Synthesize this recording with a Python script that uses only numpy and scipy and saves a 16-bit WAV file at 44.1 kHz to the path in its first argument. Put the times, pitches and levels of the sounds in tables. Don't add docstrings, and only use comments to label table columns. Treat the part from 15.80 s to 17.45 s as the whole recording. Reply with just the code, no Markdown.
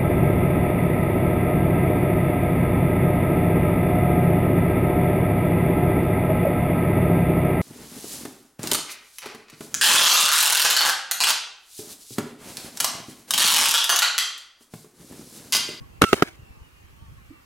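import sys
import numpy as np
from scipy import signal
from scipy.fft import rfft, irfft
from scipy.io import wavfile
from scipy.ndimage import uniform_filter1d

SR = 44100
rng = np.random.default_rng(int(sys.argv[2]) if len(sys.argv) > 2 else 0)


def dump(signal):
    limited = np.clip(np.atleast_2d(signal).T, -1, 1)
    pcm = np.round(limited * 32767).astype(np.int16)
    wavfile.write(sys.argv[1], SR, pcm)


def to_linear_factor(level_db):
    exponent = np.asarray(level_db, float) / 20
    return 10 ** exponent


N = 72765

# (time [s], boom [dB], deep boom [dB], flap [dB], crack [dB])
SNAPS = [
    (0.2168, -31, -20, -14.5, -29.5),
    (0.2185, -6, -7, -3.5, -14),
    (0.2193, -7.5, -10, -4, -1.5),
    (0.2255, -11, -10, -26, -17),
    (0.2292, -16.5, -10.5, -16.5, -23.5),
    (0.2348, -16, -21, -23, -30.5),
    (0.2396, -13, -17, -4.5, -17.5),
    (0.2443, -15, -16.5, -17, -29),
    (0.3302, 0.5, -8.5, -2.5, -11),
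    (0.4232, -1.5, -9, -4, -18),
]
# (frequency ratio [1], level [dB])
BOOM_PARTIALS = [(1.001, -.5), (1.74, -6.5), (2.2, -14)]
BOOM_T60_S = np.array([[.024], [.027]])
# (frequency [Hz], left level [dB], right level [dB])
FLAP_MODES = [(1282, 3, 4), (1472, -15.5, -9.5), (2050, -0.5, -1), (2800, -1, 2), (3295, -4, -3.5),
              (3690, -16, -7.5), (4940, -9.5, -8.5), (6340, -14, -14)]
# (frequency [Hz], level [dB])
CRACK_SPECTRUM = [(290, -22), (500, 0), (1660, -6), (4170, -13), (6160, -10.5), (7120, -14.5),
                  (11100, -17.5), (15800, -40.5)]
# (left level [dB], right level [dB])
PUSH_DB = [-6.5, -8.5]
# (left level [dB], right level [dB])
ECHO_DB = [-20.5, -8.5]
# (frequency [Hz], level [dB])
RATTLE_SPECTRUM = [(120, -24.5), (200, 1.5), (1470, -11.5), (5770, -26), (9440, -31), (10700, -31.5),
                   (12200, -24), (15800, -43.5)]
# (time [s], length [s], level [dB])
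RATTLES = [
    (0.2134, 0.035, -18.5),
    (0.3261, 0.019, -18.5),
    (0.4209, 0.014, -18),
]
# (time [s], level [dB], frequency [Hz])
HEAVES = [
    (.238, -16, 109),
    (.343, -39.5, 92),
    (0.342, -24.5, 200),
    (.428, -18, 169.3),
    (0.6, -43, 111.9),
]
# (time [s], frequency [Hz], level [dB], width [cycles])
BUMPS = [
    (.483, 335, -44, 3),
    (1.513, 290, -39, 2.2),
    (1.531, 320, -49, 4.5),
]
# (time [s], level [dB])
FLOW = [(.213, -77.5), (.22, -34.5), (.26, -36), (.33, -33.5), (.37, -35.5), (.42, -39), (.455, -44.5),
        (.482, -42), (.5, -53.5), (.56, -57)]
# (frequency [Hz], level [dB])
JET_SPECTRUM = [(88, -41.5), (150, -8.5), (450, -10.5), (1000, -6.5), (1450, -11), (2100, -8),
                (2800, -11.5), (15800, -25)]
# (time [s], frequency [Hz], level [dB])
WHISTLE = [(.246, 1350, -30.5), (.27, 1344, -31.5), (.29, 1330, -33), (.301, 1268, -37.5),
           (.325, 1270, -40)]
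# (time [s], frequency [Hz], level [dB])
SQUEAK = [(.262, 2720, -46), (.27, 2800, -53), (.277, 2890, -45), (.284, 2820, -42), (.29, 2740, -60.5)]
# (time [s], frequency [Hz], level [dB])
SPLIT = [(.303, 1380, -47), (.31, 1350, -47), (.322, 1400, -50)]
# (delay [s], share [1])
PORT_ECHOES = [(.00057, 0.67), (.00085, -0.19), (.00112, -0.5), (.00132, .45), (.0016, -0.12)]
# (frequency [Hz], level [dB])
WIND_SPECTRUM = [(20, -22), (45, -2.5), (70, 2.5), (130, -5), (200, -13.5), (400, -30), (700, -60)]
# (time [s], level [dB])
GUST = [(0, 5.5), (.6, 1), (1.0, -2), (1.15, 2), (1.3, 7), (1.42, 3.5), (1.55, -4), (1.65, -3.5)]
# (time [s], level [dB], frequency [Hz], phase split between ports [rad])
PUFFS = [(0.018, -29.5, 101.6, 1.4), (0.121, -46, 71.4, 0.28), (0.197, -39, 74.6, 0.65),
         (0.529, -53, 81, 1.7), (0.592, -45, 103, .5), (0.632, -38, 100, 0.56), (0.709, -36.5, 63.3, .5),
         (.775, -40.5, 90, 1.3), (0.82, -34, 71.1, 0.31), (1.05, -44, 79, 0.82), (1.101, -43.5, 64.3, .5),
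         (1.128, -43, 98, 1.17), (1.226, -36.5, 90, 0.74), (1.286, -39, 100, 0.65),
         (1.323, -36.5, 114, 0.94), (1.37, -39.5, 69.7, 1.8), (1.496, -40.5, 74.8, 0.3)]
# (start [s], length [s], frequency [Hz], level [dB], right port phase lag [rad])
INSECTS = [(0, 0.06, 1123, -57.5, 7.5), (0.546, 0.18, 2790, -63.5, 0), (0.565, 0.27, 2650, -60.5, 4),
           (.68, 0.23, 895.4, -61, 4), (0.794, 0.11, 2930, -62.5, 2), (.68, 0.19, 1198, -65.5, -1),
           (.9, .16, 2480, -67.5, 5.5), (.92, .13, 2840, -63.5, -2.1), (1.102, 0.25, 900, -58.5, 2.4),
           (1.13, 0.22, 1130, -62.5, -0.98), (1.02, 0.11, 3150, -67, 1), (1.159, 0.13, 3140, -65, 2),
           (1.384, 0.26, 2320, -61, 2.5), (1.43, .06, 2800, -63, 4), (1.512, 0.12, 2720, -60.5, 4),
           (1.361, 0.075, 1089, -63.5, -0.5), (1.5, 0.12, 1189, -60.5, 0.8), (1.498, 0.17, 919, -63, 3.5)]
# (frequency [Hz], level [dB])
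NIGHT_SPECTRUM = [(200, -6.5), (350, -5), (700, -20.5), (1120, -6.5), (1630, -12), (2880, -11.5),
                  (3460, -17), (15800, -25)]
# (frequency [Hz], level [dB])
FAR_SPECTRUM = [(120, -31.5), (220, 1), (400, -3.5), (700, -11), (1100, -9.5), (1800, -29), (15800, -70)]
# (time [s], level [dB])
FAR_SWELL = [(0, 5), (.2, 2.5), (.5, 6), (0.749, 1.5), (.9, -3.5), (1.15, -2.5), (1.4, -2.5), (1.65, -1)]
# (frequency [Hz], correlation [1])
NIGHT_LIKENESS = [(300, .45), (800, -0.96), (1150, 0.56), (1700, -0.78), (2300, -0.14), (5000, .1),
                  (8000, .5), (15000, 0.38)]
# (frequency [Hz], left minus right [dB])
NIGHT_LEAN = [(200, -2.5), (3000, -1.5), (5000, 1.5), (8000, 5), (15000, 11)]

RIGHT_LAG_S = 0.00012
EVENT_SAMPLES = 2600
SWING_HALF_S = .05


def bag():
    body = snaps() + rattle() + collapse() + bumps() + jet()
    return ports(body) + slit(WHISTLE, octave_db=-14) + slit(SQUEAK) + slit(SPLIT)


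def snaps():
    out = np.zeros((2, N))
    damp_s = .003
    t = np.arange(EVENT_SAMPLES) / SR
    for s, *levels_db in SNAPS:
        ends_s = [start + length for start, length, _ in RATTLES]
        cutoff_s = min(end for end in ends_s if end > s - .01) - s
        damping = np.exp(-np.maximum(t - cutoff_s, 0) / damp_s)
        add(out, s, snap(*levels_db) * damping)
    return out


def snap(boom_db, deep_db, flap_db, crack_db):
    cavity_hz, deep_hz, boom_right_db = 381, 294, -2
    flap_t60_s, crack_t60_s = .014, .011
    push_s, rise_s, echo_s = 0.00032, 0.00029, .0022
    t = np.arange(EVENT_SAMPLES) / SR - np.array([[0], [RIGHT_LAG_S]])
    rise = np.clip(t / rise_s, 0, 1)

    boom = to_linear_factor(deep_db - boom_db - 60 * t / BOOM_T60_S) * np.cos(2 * np.pi * deep_hz * t)
    for ratio, db in BOOM_PARTIALS:
        decay = to_linear_factor(db - 60 * ratio * t / BOOM_T60_S)
        boom += decay * np.cos(2 * np.pi * cavity_hz * ratio * t)
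    push = to_linear_factor(PUSH_DB)[:, None] * (1 - t / push_s) * np.exp(-t / push_s)
    low = rise * to_linear_factor(boom_db) * (boom * to_linear_factor([[0], [boom_right_db]]) + push)

    flap = np.zeros_like(t)
    for hz, *port_db in FLAP_MODES:
        detuned_hz = hz * rng.uniform(0.89, 1.015)
        flap += to_linear_factor(port_db)[:, None] * np.sin(2 * np.pi * detuned_hz * t)
    flap *= to_linear_factor(flap_db - 60 * t / flap_t60_s) / 2
    crack = to_linear_factor(crack_db - 60 * t / crack_t60_s) * noise(CRACK_SPECTRUM, 0.53, size=EVENT_SAMPLES)
    high = rise * (flap + crack)
    echo = to_linear_factor(ECHO_DB)[:, None] * np.roll(high, round(echo_s * SR), axis=1)
    return low + high + echo


def rattle():
    out = np.zeros((2, N))
    rise_s, fade_db, stop_s = 0.0036, -5, 0.0013
    t = np.arange(EVENT_SAMPLES) / SR
    for s, length_s, db in RATTLES:
        shape = np.clip(t / rise_s, 0, 1) * to_linear_factor(fade_db * t / length_s)
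        shape /= 1 + np.exp((t - length_s) / stop_s * 4)
        add(out, s, to_linear_factor(db) * shape * noise(RATTLE_SPECTRUM, 0.67, size=EVENT_SAMPLES))
    return out


def collapse():
    out = np.zeros((2, N))
    for s, db, hz in HEAVES:
        add(out, s - SWING_HALF_S, to_linear_factor(db) * swing(hz, 0.65, 1.7) * to_linear_factor([[0], [1.5]]))
    return out


def bumps():
    out = np.zeros((2, N))
    for s, hz, db, cycles in BUMPS:
        add(out, s - SWING_HALF_S, to_linear_factor(db) * swing(hz, cycles, 1.5) * to_linear_factor([[-2], [1.5]]))
    return out


def jet():
    wide_s, narrow_hz, narrow_share = 0.36, 2411, .35
    t = np.arange(N) / SR
    likeness = [(200, 1.0), (4000, 0.57), (15000, .6)]
    air = patchy(JET_SPECTRUM, likeness, [(200, -1), (15000, 1.5)], patch_db=3.5)
    air[1] = np.roll(air[1], round(RIGHT_LAG_S * SR))
    low = signal.filtfilt(*signal.butter(2, narrow_hz, fs=SR), air)
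    air -= (t < wide_s) * (1 - narrow_share) * low
    flow_db = np.interp(t, *np.transpose(FLOW), left=-99, right=-99)
    return to_linear_factor(flow_db + 2.0 * drift(88)) * air


def slit(points, octave_db=-40):
    pan_db, wobble = -4.5, .004
    t = np.arange(N) / SR
    s, hz, db = np.transpose(points)
    wavering_hz = np.interp(t, s, hz) * (1 + wobble * drift(90)[0])
    phase = 2 * np.pi * np.cumsum(wavering_hz) / SR
    fade_in = np.clip((t - s[0] + 0.0085) / 0.0049, 0, 1)
    fade_out = np.clip((s[-1] + .01 - t) / .005, 0, 1)
    level = np.sqrt(2) * fade_in * fade_out * to_linear_factor(np.interp(t, s, db) + .6 * drift(80)[0])
    tone = np.sin(phase) + to_linear_factor(octave_db) * np.sin(2 * phase)
    return level * tone * to_linear_factor([[pan_db / 2], [-pan_db / 2]])


def ports(pair):
    n = np.arange(128)
    taps = np.zeros(128)
    for delay_s, share in PORT_ECHOES:
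        taps += share * np.exp(-(n - delay_s * SR) ** 2 / 12) / np.sqrt(12 * np.pi)
    taps[0] += 0.87
    return np.array([pair[0], signal.oaconvolve(pair[1], taps)[:N]])


def wind():
    wind_db, lump_db, lean_db = -55, 1, -3.5
    gust_db = np.interp(np.arange(N) / SR, *np.transpose(GUST))
    level_db = wind_db + gust_db + lump_db * drift(14, channels=2)
    out = to_linear_factor(level_db) * noise(WIND_SPECTRUM, 0.091)
    for s, db, hz, split in PUFFS:
        pair = np.array([swing(hz, 0.88, 2.1 + split), swing(hz, 0.27, 2.2 - split)])
        skip = max(round((SWING_HALF_S - s) * SR), 0)
        add(out, s - SWING_HALF_S, to_linear_factor(db) * pair[:, skip:])
    return out * to_linear_factor([[lean_db / 2], [-lean_db / 2]])


def insects():
    out = np.zeros((2, N))
    for s, length_s, hz, db, lag in INSECTS:
        n = round(length_s * SR)
        waver, throb = drift(26.5, channels=2)[:, :n]
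        phase = 2 * np.pi * np.cumsum(hz + 24 * waver) / SR
        level = to_linear_factor(db + 2.6 * throb) * np.sqrt(np.hanning(n))
        add(out, s, level * np.sin([phase, phase - lag]))
    return out


def night():
    far_db, night_db = -61.5, -57
    swell_db = np.interp(np.arange(N) / SR, *np.transpose(FAR_SWELL))
    far = to_linear_factor(far_db + swell_db) * patchy(FAR_SPECTRUM, NIGHT_LIKENESS, NIGHT_LEAN, patch_db=2.0)
    return far + to_linear_factor(night_db) * patchy(NIGHT_SPECTRUM, NIGHT_LIKENESS, NIGHT_LEAN, patch_db=2.0)


def swing(hz, cycles, phase):
    t = np.arange(-SWING_HALF_S, SWING_HALF_S, 1 / SR)
    return np.exp(-(t * hz / cycles) ** 2) * np.sin(2 * np.pi * hz * t + phase)


def noise(spectrum, same=.5, size=N):
    a, b = rng.standard_normal((2, size))
    pair = rfft([a, same * a + np.sqrt(1 - same ** 2) * b])
    hz = np.fft.rfftfreq(size, 1 / SR)
    return evened(irfft(pair * to_linear_factor(read(spectrum, hz)), size))


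def patchy(spectrum, same, lean, patch_db, size=(5, 12)):
    hz = np.fft.rfftfreq(1024, 1 / SR)
    a, b, c, d, patch = rng.standard_normal((N // 256 + 5, 513, 5)).T
    patch = uniform_filter1d(patch, size[0], 0)
    patch = evened(uniform_filter1d(patch, size[1], 1))
    same = np.clip(read(same, hz), -.9, 1)[:, None]
    lean = to_linear_factor(read(lean, hz)[:, None] / 2)
    left = a + 1j * b
    right = same * left + np.sqrt(1 - same ** 2) * (c + 1j * d)
    z = np.array([left * lean, right / lean]) / np.sqrt(1 + same)
    z = z * to_linear_factor(read(spectrum, hz)[:, None] + patch_db * patch)
    return evened(signal.istft(z, nperseg=1024, noverlap=768)[1][:, :N])


def drift(hz, channels=1):
    z = rfft(rng.standard_normal((channels, N)))
    return evened(irfft(z / (1 + (np.fft.rfftfreq(N, 1 / SR) / hz) ** 4), N))


def evened(x):
    return x / np.sqrt(np.mean(x ** 2) + 1e-20)


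def read(points, hz):
    f, value = np.transpose(points)
    return np.interp(np.log(hz + 1), np.log(f + 1), value)


def add(mix, s, sound):
    part = mix[:, max(round(s * SR), 0):][:, :sound.shape[-1]]
    part += sound[..., :part.shape[1]]


def scene():
    return bag() + wind() + insects() + night()


def top_cut(x):
    return signal.sosfilt(signal.butter(12, 15900, fs=SR, output="sos"), x)


def record(dry):
    clip, edge_hz = .97, 15900
    clipped = np.clip(dry, -clip, clip)
    mix = signal.oaconvolve(clipped, signal.firwin(255, edge_hz, fs=SR)[None], "same")
    return top_cut(mix)


dry = scene()
out = record(dry)
dump(out)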